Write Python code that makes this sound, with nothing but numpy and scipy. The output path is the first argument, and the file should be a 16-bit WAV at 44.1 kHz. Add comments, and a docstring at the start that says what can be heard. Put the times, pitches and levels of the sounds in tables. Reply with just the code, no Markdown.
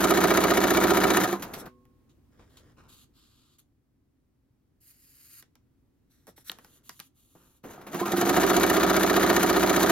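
"""Close by, in a small quiet room, an electric sewing machine is stitching paper strips. Each turn of its
shaft repeats the same knocks, clatter and needle punch, in a pattern six stitches long.
After about a second it coasts to a stop: loose links catch and springs ring on.
In the pause, hands slide and tap paper, draw a strip out and feed a new one under the foot.
Near 8 s the machine creeps, picks up speed and sews on."""
import sys
import numpy as np
from scipy import signal
from scipy.fft import rfft, irfft, next_fast_len
from scipy.io import wavfile

SR = 44100
rng = np.random.default_rng(int(sys.argv[2]) if len(sys.argv) > 2 else 0)


def wrap_up_sound(samples):
    """Save the sound to the file named by the first command line argument, as 16-bit audio."""
    columns = np.atleast_2d(samples).T
    # keep every value between -1 and 1, then stretch to whole-number steps
    tamed = np.clip(columns, -1, 1)
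    steps = np.round(tamed * 32767).astype(np.int16)
    wavfile.write(sys.argv[1], SR, steps)


N = 437031
TIME = np.arange(N) / SR
STITCHES_PER_S, PATTERN_STITCHES = 15.04, 6  # one stitch is one turn of the shaft


def amp(db):
    """Turns decibels into a gain."""
    return 10 ** (np.asarray(db) / 20)


def evened(x):
    """Scales a signal to an average power of 1."""
    return x / np.sqrt(np.mean(x ** 2) + 1e-20)


def read(points, hz):
    """Looks up a curve at any frequency."""
    f, value = np.transpose(points)
    return np.interp(np.log(hz + 1), np.log(f), value)


def add(mix, s, sound):
    """Mixes a stereo sound in at s seconds."""
    part = mix[:, max(round(s * SR), 0):][:, :sound.shape[1]]
    part += sound[:, :part.shape[1]]


def colour(x, spectrum, size=4096):
    """Gives a sound the lows and highs of a spectrum."""
    log_gain = np.log(amp(read(spectrum, abs(np.fft.fftfreq(size, 1 / SR)))))
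    response = np.fft.ifft(np.exp(signal.hilbert(log_gain).conj())).real[:size // 2]
    return signal.oaconvolve(x, response[None] / np.linalg.norm(response), axes=1)[:, :x.shape[1]]


# the head start of the left microphone: f/Hz, lead/radians
LEFT_LEAD = [(900, 0), (5000, 1.3), (8600, 3.2), (11000, 5.2), (13200, 6.1)]
def pair(streams, alike):
    """Makes three signals stereo: both sides share the first, and each gets another above the bass."""
    count = streams.shape[1]
    size = next_fast_len(count)
    delay = np.exp(-1j * read(LEFT_LEAD, np.fft.rfftfreq(size, 1 / SR)))
    late = irfft(rfft(streams[0], size) * delay, size)[:count]
    own = signal.lfilter(*signal.butter(1, 350, "high", fs=SR), streams[1:])
    return np.sqrt(alike) * np.array([streams[0], late]) + np.sqrt(1 - alike) * own


def grit(count, spread_db):
    """Three streams of tiny hits of unequal size."""
    sizes = np.clip(rng.standard_normal(count // 16 + 1), -2, 2).repeat(16)[:count]
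    return evened(rng.standard_normal((3, count)) * amp(spread_db * sizes))


def wander(count, hz):
    """Drifts to a new random value hz times a second."""
    knots = rng.standard_normal(int(count / SR * hz) + 2)
    return np.interp(np.arange(count) / SR * hz, np.arange(len(knots)), knots)


def ring(notes, rise_s=0.00044):
    """A part rings after one hit; each note drops 60 dB in its fade time."""
    t = TIME[:SR]
    tones = sum(amp(db - 60 * t / fade_s) * np.sin(2 * np.pi * hz * t) for hz, db, fade_s in notes)
    return np.minimum(t / rise_s, 1) * tones


def struck(turns, hits, notes, rise_s=0.00043):
    """Hits ring a part at nearly the same angles every turn."""
    force, slack = np.zeros(len(turns)), .009 * wander(len(turns), 60)
    for at, db in hits:
        force[1:] += amp(db) * np.diff(np.floor(turns + slack - at))
    force *= amp(2 * wander(len(turns), 20))
    return signal.oaconvolve(force, ring(notes, rise_s)[:SR // 4])[:len(turns)]


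def shaft(creep_s, press_s, release_s, rest_s, pattern_s):
    """The shaft creeps, speeds up and brakes; it is louder when fast and as the motor takes the load."""
    creep_per_s, spin_up_s, brake_s, engage_s, settle_s = 2.7, .49, .29, .0093, .17
    t = TIME[(TIME >= creep_s) & (TIME < rest_s)]
    pressed = np.maximum(t - press_s, 0)
    spin_up = np.minimum(pressed / spin_up_s, 1) ** .68
    brake = np.cos(np.pi / 2 * np.clip((t - release_s) / brake_s, 0, 1)) ** 2
    rate = creep_per_s + (STITCHES_PER_S - creep_per_s) * spin_up * brake
    turns = np.cumsum(rate) / SR
    speed_db = 10.5 * np.log2(rate / STITCHES_PER_S)
    load_db = 8 * np.minimum(pressed / engage_s, 1) * np.exp(-pressed / .054)
    fade = np.minimum((t - creep_s) / engage_s, 1) * np.minimum((rest_s - t) / settle_s, 1) ** 2
    return t, rate, turns - np.interp(pattern_s, t, turns), fade * amp(speed_db + load_db)


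# the links knocking on the casing: angle/turns, level/dB
KNOCKS = [(.036, 1), (.165, -4), (.325, -2), (.554, 2.7), (.716, -.5), (.947, -1.6)]
# the casing's ring: f/Hz, level/dB, fade/s
CASING_NOTES = [(196.4, -27.5, 0.28), (290, -29, 0.18), (349.6, -15.5, 0.088), (737.5, -21.5, 0.06)]
KNOCK_RISE_S, KNOCK_SIDES = 0.0027, amp([[-2], [2]])
def knocks(turns):
    """Separate knocks ring the casing."""
    return amp(-5) * struck(turns, KNOCKS, CASING_NOTES, KNOCK_RISE_S) * KNOCK_SIDES


# the casing's steady tones: pitch/cycles per turn, level/dB, left minus right/dB
DRONE_TONES = [(4, -46.5, -2), (12, -40, 2), (13, -38.5, 1), (17, -40, -5), (18, -40, -4), (20, -37.5, -11),
               (21, -37, -6), (22, -34, -9), (23, -34.5, -6), (24, -32.5, -6), (26, -31, -11),
               (27, -40, -8), (34, -43, 0), (39, -38, -5), (42, -39.5, -3), (49, -41.5, 3), (65, -42, 2)]
# their head start on the left: f/Hz, lead/radians
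DRONE_LEAD = [(200, 0), (380, -.7), (520, .2), (740, 1), (880, 3.5), (980, 6.3)]
def drone(turns, waver_db=2.5, throb_db=3):
    """Fast knocks blend into wavering tones, which throb as the needle bar turns back."""
    at, knock_db = np.transpose(KNOCKS)
    turns = turns + .0033 * wander(len(turns), 45)  # the belt stretches and gives
    out = np.zeros((2, len(turns)))
    for cycles, db, pan_db in DRONE_TONES:
        phase = np.angle(np.sum(amp(knock_db) * np.exp(-2j * np.pi * cycles * at)))
        lead = read(DRONE_LEAD, cycles * STITCHES_PER_S) * np.array([[.5], [-.5]])
        sides = evened(amp([[pan_db / 2], [-pan_db / 2]]))
        waver = evened(amp(waver_db * wander(len(turns), 30)))
        out += np.sqrt(2) * amp(db) * sides * waver * np.cos(2 * np.pi * cycles * turns + phase + lead)
    return amp(throb_db * np.cos(2 * np.pi * (turns - .26))) * out


# strokes of needle bar, hook and feed: angle/turns, decay/turns, clatter/dB, hiss/dB
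STROKES = [(.02, 0.078, 8, 0.5), (0.087, 0.051, 5, 8), (0.149, 0.045, 6, -6.5), (0.271, 0.075, 2, -12.5),
           (.53, 0.16, 3, 1.5), (0.702, 0.06, 5.5, -8), (0.802, 0.24, -2, -1), (.93, 0.066, -0.5, -0.5)]
def stroke_force(turns, part):
    """Each stroke starts a shaking that dies away within the turn."""
    angle, power = np.linspace(0, 1, num=1024), 0
    for at, decay, clatter_db, hiss_db in STROKES:
        db = clatter_db if part == "clatter" else hiss_db
        power += amp(db) ** 2 * np.exp(-((angle - at) % 1) / decay)
    return np.interp(turns % 1, angle, evened(np.sqrt(power)))


# the clatter's spectrum: f/Hz, level/dB
CLATTER = [(25, -29), (90, -10.5), (170, -2), (330, -4.5), (470, -1.5), (700, -1.5), (860, -4),
           (1060, -4.5), (1280, -1.5), (1550, -4.5), (1850, -8), (2700, -17.5), (4000, -15), (8000, -30)]
def clatter(turns, teeth, play_s=.00006):
    """Gears and cams touch at the same angles every turn, a little uneven in time and force."""
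    count = teeth.shape[1]
    tooth = np.floor(turns * count).astype(int)
    at = np.flatnonzero(np.diff(tooth)) + 1
    push = stroke_force(turns[at], "clatter") * amp(wander(len(turns), 50))[at]
    force = (teeth[:, tooth[at] % count] + .8 * rng.standard_normal((3, len(at)))) * push
    slack = np.round(play_s * SR * rng.standard_normal(len(at))).astype(int)
    clicks = np.zeros((3, len(turns)))
    clicks[:, np.clip(at + slack, 0, len(turns) - 1)] = force
    sides = amp([[.83], [-.83]])
    return amp(-26) * sides * colour(pair(evened(clicks), alike=0.81), CLATTER)


# the needle bar's hits: angle/turns, level/dB
CLACKS = [(0.046, -2), (0.089, -2.5), (0.711, -7.5)]
BED_THUMP = [(.27, 0.0077)]
# the ring of the parts it hits: f/Hz, level/dB, fade/s
STEEL_NOTES = [(1823.5, -24, 0.051), (2280, -28, .065), (2923, -34.5, 0.055), (3830, -33.5, .045),
               (6263, -39, 0.032)]
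BED_NOTES = [(734, -20, 0.057), (1268.5, -26, 0.098)]
def clacks(turns):
    """The needle bar clacks in its steel guides and thumps the bed, the machine's flat base."""
    steel = pair(np.array([struck(turns, CLACKS, STEEL_NOTES) for _ in range(3)]), alike=1)
    return steel + struck(turns, BED_THUMP, BED_NOTES)


# the spectrum of thread, needle and feed: f/Hz, level/dB
HISS = [(500, -25), (2000, -1), (3000, 1), (3900, 1.5), (5100, -9), (6400, 8), (8000, 0), (10500, 0),
        (13000, 2.5), (15500, -13)]
def needle(turns, punch_at=0.059, drag_at=0.63):
    """Thread and hook hiss; the needle punches the paper and the feed drags it, hardest once a pattern."""
    swing_db = 5 * np.cos(2 * np.pi * (turns + 0.17) / PATTERN_STITCHES)
    hiss = amp(-35 + 2 * wander(len(turns), 60)) * stroke_force(turns, "hiss")
    since = (turns - punch_at) % 1
    punch = amp(-22 + swing_db) * np.exp(-since / .035) * np.minimum(since / .009, 1)
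    drag = amp(-39 + swing_db) * np.exp(-((turns % 1 - drag_at) / .19) ** 2)
    force = np.sqrt(hiss ** 2 + punch ** 2 + drag ** 2)
    return colour(force * pair(grit(len(turns), spread_db=3.5), alike=0.91), HISS)


# the ring of the motor's panels: f/Hz, level/dB, fade/s
PANEL_NOTES = [(1040, -30, .06), (1250, -32, .05)]
def whine(turns, cycles_per_turn=142, rough_db=4):
    """The motor's rough whine makes each panel groan as it passes that panel's note."""
    flutter = 1.2 * wander(len(turns), 220)
    level = amp(-33 + rough_db * wander(len(turns), 120))
    tone = level * np.sin(2 * np.pi * cycles_per_turn * turns + flutter)
    return signal.oaconvolve(tone, ring(PANEL_NOTES))[:len(turns)]


# the two runs, the first already under way: creep/s, pedal down/s, pedal up/s, stop/s, pattern start/s
RUNS = [(-1, -1, 1.18, 1.72, .3686), (7.63, 7.91, 11, 12, 9.028)]
def machine(merge_hz=13.8, merge_width_hz=0.66):
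    """One shaft drives every part; near full speed the knocks mostly merge into a drone."""
    out, teeth = np.zeros((2, N)), rng.choice([-1., 1.], size=(3, 400))
    for run in RUNS:
        t, rate, turns, drive = shaft(*run)
        merged = np.clip(.5 + .5 * (rate - merge_hz) / merge_width_hz, 0, .95)
        body = np.sqrt(merged) * drone(turns) + np.sqrt(1 - merged) * knocks(turns)
        parts = body + clatter(turns, teeth) + clacks(turns) + needle(turns) + whine(turns)
        add(out, t[0], drive * parts)
    return out


# the murmur's spectrum: f/Hz, level/dB
MURMUR = [(25, -13.5), (55, 0), (90, -1.5), (130, -1), (190, -12.5), (260, -4.5), (400, -17.5), (600, -27),
          (3000, -41), (8000, -44.5)]
# its loudness: t/s, level/dB
MURMUR_LEVEL = [(1.8, -59.5), (2.8, -57.5), (3.8, -66.5), (6.4, -62.5), (7.6, -65)]
def murmur():
    """The house murmurs low under everything, swelling and sinking."""
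    s, db = np.transpose(MURMUR_LEVEL)
    return amp(np.interp(TIME, s, db)) * colour(pair(rng.standard_normal((3, N)), alike=0.32), MURMUR)


def echo(x, fade_s, level_db):
    """The table and cluttered walls scatter a short echo with little bass."""
    t = TIME[:SR // 3]
    bounces = rng.standard_normal((2, len(t))) * (t > .003) * amp(-60 * t / fade_s)
    tail = signal.lfilter(*signal.butter(2, [600, 7000], "band", fs=SR), bounces)
    return amp(level_db) * signal.oaconvolve(x, tail / np.linalg.norm(tail[0]), axes=1)[:, :N]


# knocks while braking or speeding up: t/s, level/dB
HEAVY_KNOCKS = [(1.328, -3.5), (7.945, -8.5), (8.014, -2), (8.084, -7.5), (8.134, 0.5), (8.18, -4),
                (8.227, 1), (8.271, 0), (8.305, -5), (8.372, 3)]
def heavy_knocks():
    """While the speed changes, the needle bar knocks the casing as it turns back."""
    out, boom = np.zeros((2, N)), ring(CASING_NOTES, KNOCK_RISE_S) * KNOCK_SIDES
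    for s, db in HEAVY_KNOCKS:
        add(out, s, amp(db) * boom)
    return out


# when the shaft creeps: start/s, end/s, level/dB
CREEPS = [(1.361, 1.688, -43), (7.633, 7.946, -49)]
# the gears' spectrum: f/Hz, level/dB
GEARS = [(60, -6), (260, 2.5), (1500, -10.5), (4000, -40)]
def gears():
    """With the motor idle, the gears roll with a low, grainy rumble."""
    out = np.zeros((2, N))
    for start, end, db in CREEPS:
        count = round((end - start) * SR)
        rolling = pair(grit(count, spread_db=4.5), alike=0.73) * signal.windows.tukey(count, .08)
        add(out, start, amp(db) * colour(rolling, GEARS))
    return out


# the spectra of a blow's three parts: f/Hz, level/dB
THUD = [(50, -49), (170, 3.5), (550, -5), (1000, -11), (3000, -34)]
CLACK = [(300, -51), (800, 3), (1400, 5.5), (2600, -1.5), (5000, -17)]
TICK = [(1200, -12.5), (3300, 2), (5500, 0.5), (9000, -3), (13000, 2.5), (16000, -11)]
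def blows(rows, decays_s, gains_db, rise_s):
    """Each blow is a low thud, a clack and a bright tick; harder means less thud and more tick."""
    out, t = np.zeros((2, N)), TIME[:SR // 6]
    for s, level_db, hardness_db in rows:
        for tilt, gain_db, decay, spectrum in zip((-1, 0, 1), gains_db, decays_s, (THUD, CLACK, TICK)):
            shape = np.exp(-t / decay) * (1 - np.exp(-(t / rise_s) ** 2))
            burst = shape * pair(grit(len(t), spread_db=3.5), alike=0.89)
            add(out, s, amp(level_db + tilt * hardness_db + gain_db) * colour(burst, spectrum))
    return out


# links catching: t/s, level/dB, hardness/dB
CATCHES = [(1.42, -34, 5), (1.533, -38, 6), (1.654, -47.5, 0), (7.636, -48, -12.5), (7.732, -51, -2.5),
           (7.809, -50, -1.5), (7.864, -40.5, -4), (7.94, -32, -5.5), (8.052, -30.5, -3.5),
           (8.166, -30, 2.5)]
def loose_links():
    """Loose links catch while the shaft turns slowly."""
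    return blows(CATCHES, decays_s=(.022, .016, .012), gains_db=(0, 1, 0), rise_s=0.0046)


def rubbing(strokes, spectrum, gain_db, spread_db):
    """Paper fibres catch and let go; the echo off a hand moving away adds a hollow, falling note."""
    fibres, out = colour(pair(grit(N, spread_db), alike=0.7), spectrum), np.zeros((2, N))
    treble = signal.filtfilt(*signal.butter(2, 7200, "high", fs=SR), fibres)
    for start, length, db, swell_db, bright_db, hollow_hz in strokes:
        t = TIME[:round(length * SR) + SR // 8]
        at, along = round(start * SR) + np.arange(len(t)), np.minimum(t / length, 1)
        shape = np.minimum(t / (.0041 + .08 * length), 1) * np.exp(-np.maximum(t - length, 0) / .012)
        grip_db = .9 * wander(len(t), 50)
        pressure = amp(gain_db + db + swell_db * (along - .5) + grip_db)
        direct = fibres[:, at] + (amp(bright_db) - 1) * treble[:, at]
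        delay_s = (1 + .045 * along) / hollow_hz
        bounced = np.array([np.interp(t - delay_s, t, side) for side in direct])
        add(out, start, shape * pressure * (direct + .6 * bounced))
    return out


# paper moves: t/s, length/s, level/dB, swell/dB, brightness/dB, hollow note/Hz
SLIDES = [(1.55, 0.055, -56, 17, 1, 1980), (2.09, 0.021, -67, -3, -16, 3500),
          (2.49, 0.12, -70.5, -3, -8, 3780), (2.568, 0.0095, -50.5, -9, -11, 3700),
          (2.88, 0.16, -60, -4, -5, 3780), (3.13, 0.43, -66.5, -5, -12, 3940),
          (3.582, 0.012, -63, 5, 2, 3580), (4.8, 0.11, -69.5, 10, 8, 2370),
          (4.9, 0.5, -66, 14.5, 5.5, 2390), (6.095, 0.18, -76, -11, -3, 2000),
          (6.27, 0.034, -63.5, -2, 1, 1950), (6.36, 0.058, -62.5, -6, 2, 1950),
          (6.44, 0.046, -59, 20, 2, 2020), (6.5, 0.276, -71.5, 10, 2.5, 3550),
          (6.83, 0.24, -67, -6, 3.5, 3500), (7.14, 0.44, -73.5, -1.5, 4, 3550)]
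# their spectrum: f/Hz, level/dB
PAPER = [(400, -47), (1200, 1), (2300, -7.5), (3050, -2.5), (6000, -2), (13000, 0.5), (16000, -12.5)]
def slides():
    """Paper slides over the table and the needle plate."""
    return rubbing(SLIDES, PAPER, gain_db=2, spread_db=3)


# the ring of springs and rods: f/Hz, level/dB, fade/s
SPRING_NOTES = [(245, -55.5, 0.93), (375, -58, 0.93), (500, -64.5, 1.1), (1082, -62.5, 1.1)]
def springs(start_s=1.66):
    """Springs and rods ring on after the stop."""
    out = np.zeros((2, N))
    add(out, start_s, np.tile(ring(SPRING_NOTES), (2, 1)))
    return out


# snaps and taps: t/s, level/dB, hardness/dB
TAPS = [(1.853, -75, 8), (5.425, -60.5, 7.5), (5.554, -64, 7), (6.269, -58, 3), (6.278, -73.5, -27.5),
        (6.378, -58, -2), (6.496, -45.5, 7), (6.516, -47.5, 7.5), (6.586, -53.5, 0), (6.646, -56.5, 5),
        (6.893, -45, 10.5), (6.993, -56, 7), (7.0, -49.5, 12.5), (7.352, -77, -25.5)]
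def taps():
    """Paper snaps and fingers tap, from soft pats to hard ticks."""
    return blows(TAPS, decays_s=(.012, .006, .0012), gains_db=(3, 6, 13), rise_s=0.00056)


# finger moves: t/s, length/s, level/dB, swell/dB, brightness/dB, hollow note/Hz
BRUSHES = [(2.39, 0.036, -58, -4, -8, 1220), (2.3, 0.42, -64.5, 5, -1, 1770),
           (2.765, 0.19, -61, -14, -5, 1360), (6.5, 0.37, -67, -16, 0, 1690),
           (7.35, 0.23, -67, -14, -11, 1420)]
# their spectrum: f/Hz, level/dB
RUSTLE = [(200, 1.5), (450, 3.5), (750, 1.5), (1400, -6), (2200, -11.5), (4000, -17.5), (8000, -18),
          (16000, -34)]
def brushes():
    """Fingers brush and press the paper."""
    return rubbing(BRUSHES, RUSTLE, gain_db=-1.5, spread_db=5.5)


def strip_pull(start_s=4.9, end_s=5.44, from_hz=2100, to_hz=1200, width_hz=300):
    """A strip is drawn out; its rough note falls and swells as the free length grows."""
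    count = round((end_s - start_s) * SR)
    glide = np.exp(2j * np.pi * np.cumsum(np.linspace(from_hz, to_hz, count)) / SR)
    friction = grit(count, spread_db=4) + 1j * grit(count, spread_db=5)
    pole = np.exp(-np.pi * width_hz / SR)
    fuzz = signal.lfilter([1], [1, -2 * pole, pole * pole], friction)  # a narrow band of noise
    swell = amp(np.linspace(-93, -78, count)) * signal.windows.tukey(count, .1)
    out = np.zeros((2, N))
    add(out, start_s, swell * pair(evened((fuzz * glide).real), alike=0.86))
    return out


# the flick's brief ring: f/Hz, level/dB, fade/s
FLICK_NOTES = [(1770, -29.5, 0.0094), (3300, -19, 0.0069), (3810, -18, 0.009)]
def flick(start_s=6.497):
    """The strip's edge flicks against the plate."""
    out = np.zeros((2, N))
    add(out, start_s, np.tile(ring(FLICK_NOTES), (2, 1)))
    return out


def scene():
    """The machine, the hands and the room."""
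    small = loose_links() + taps() + slides() + brushes() + strip_pull() + springs()
    sewing = machine() + heavy_knocks() + gears()
    echoes = echo(sewing, fade_s=0.095, level_db=-15) + echo(small, fade_s=0.17, level_db=-12)
    return sewing + small + echoes + flick() + murmur()


def record(dry, top_hz=16100):
    """Cuts off the very highest treble."""
    return signal.oaconvolve(dry, signal.firwin(511, top_hz, window=("kaiser", 9), fs=SR)[None], "same")


dry = scene()
out = record(dry)
wrap_up_sound(out)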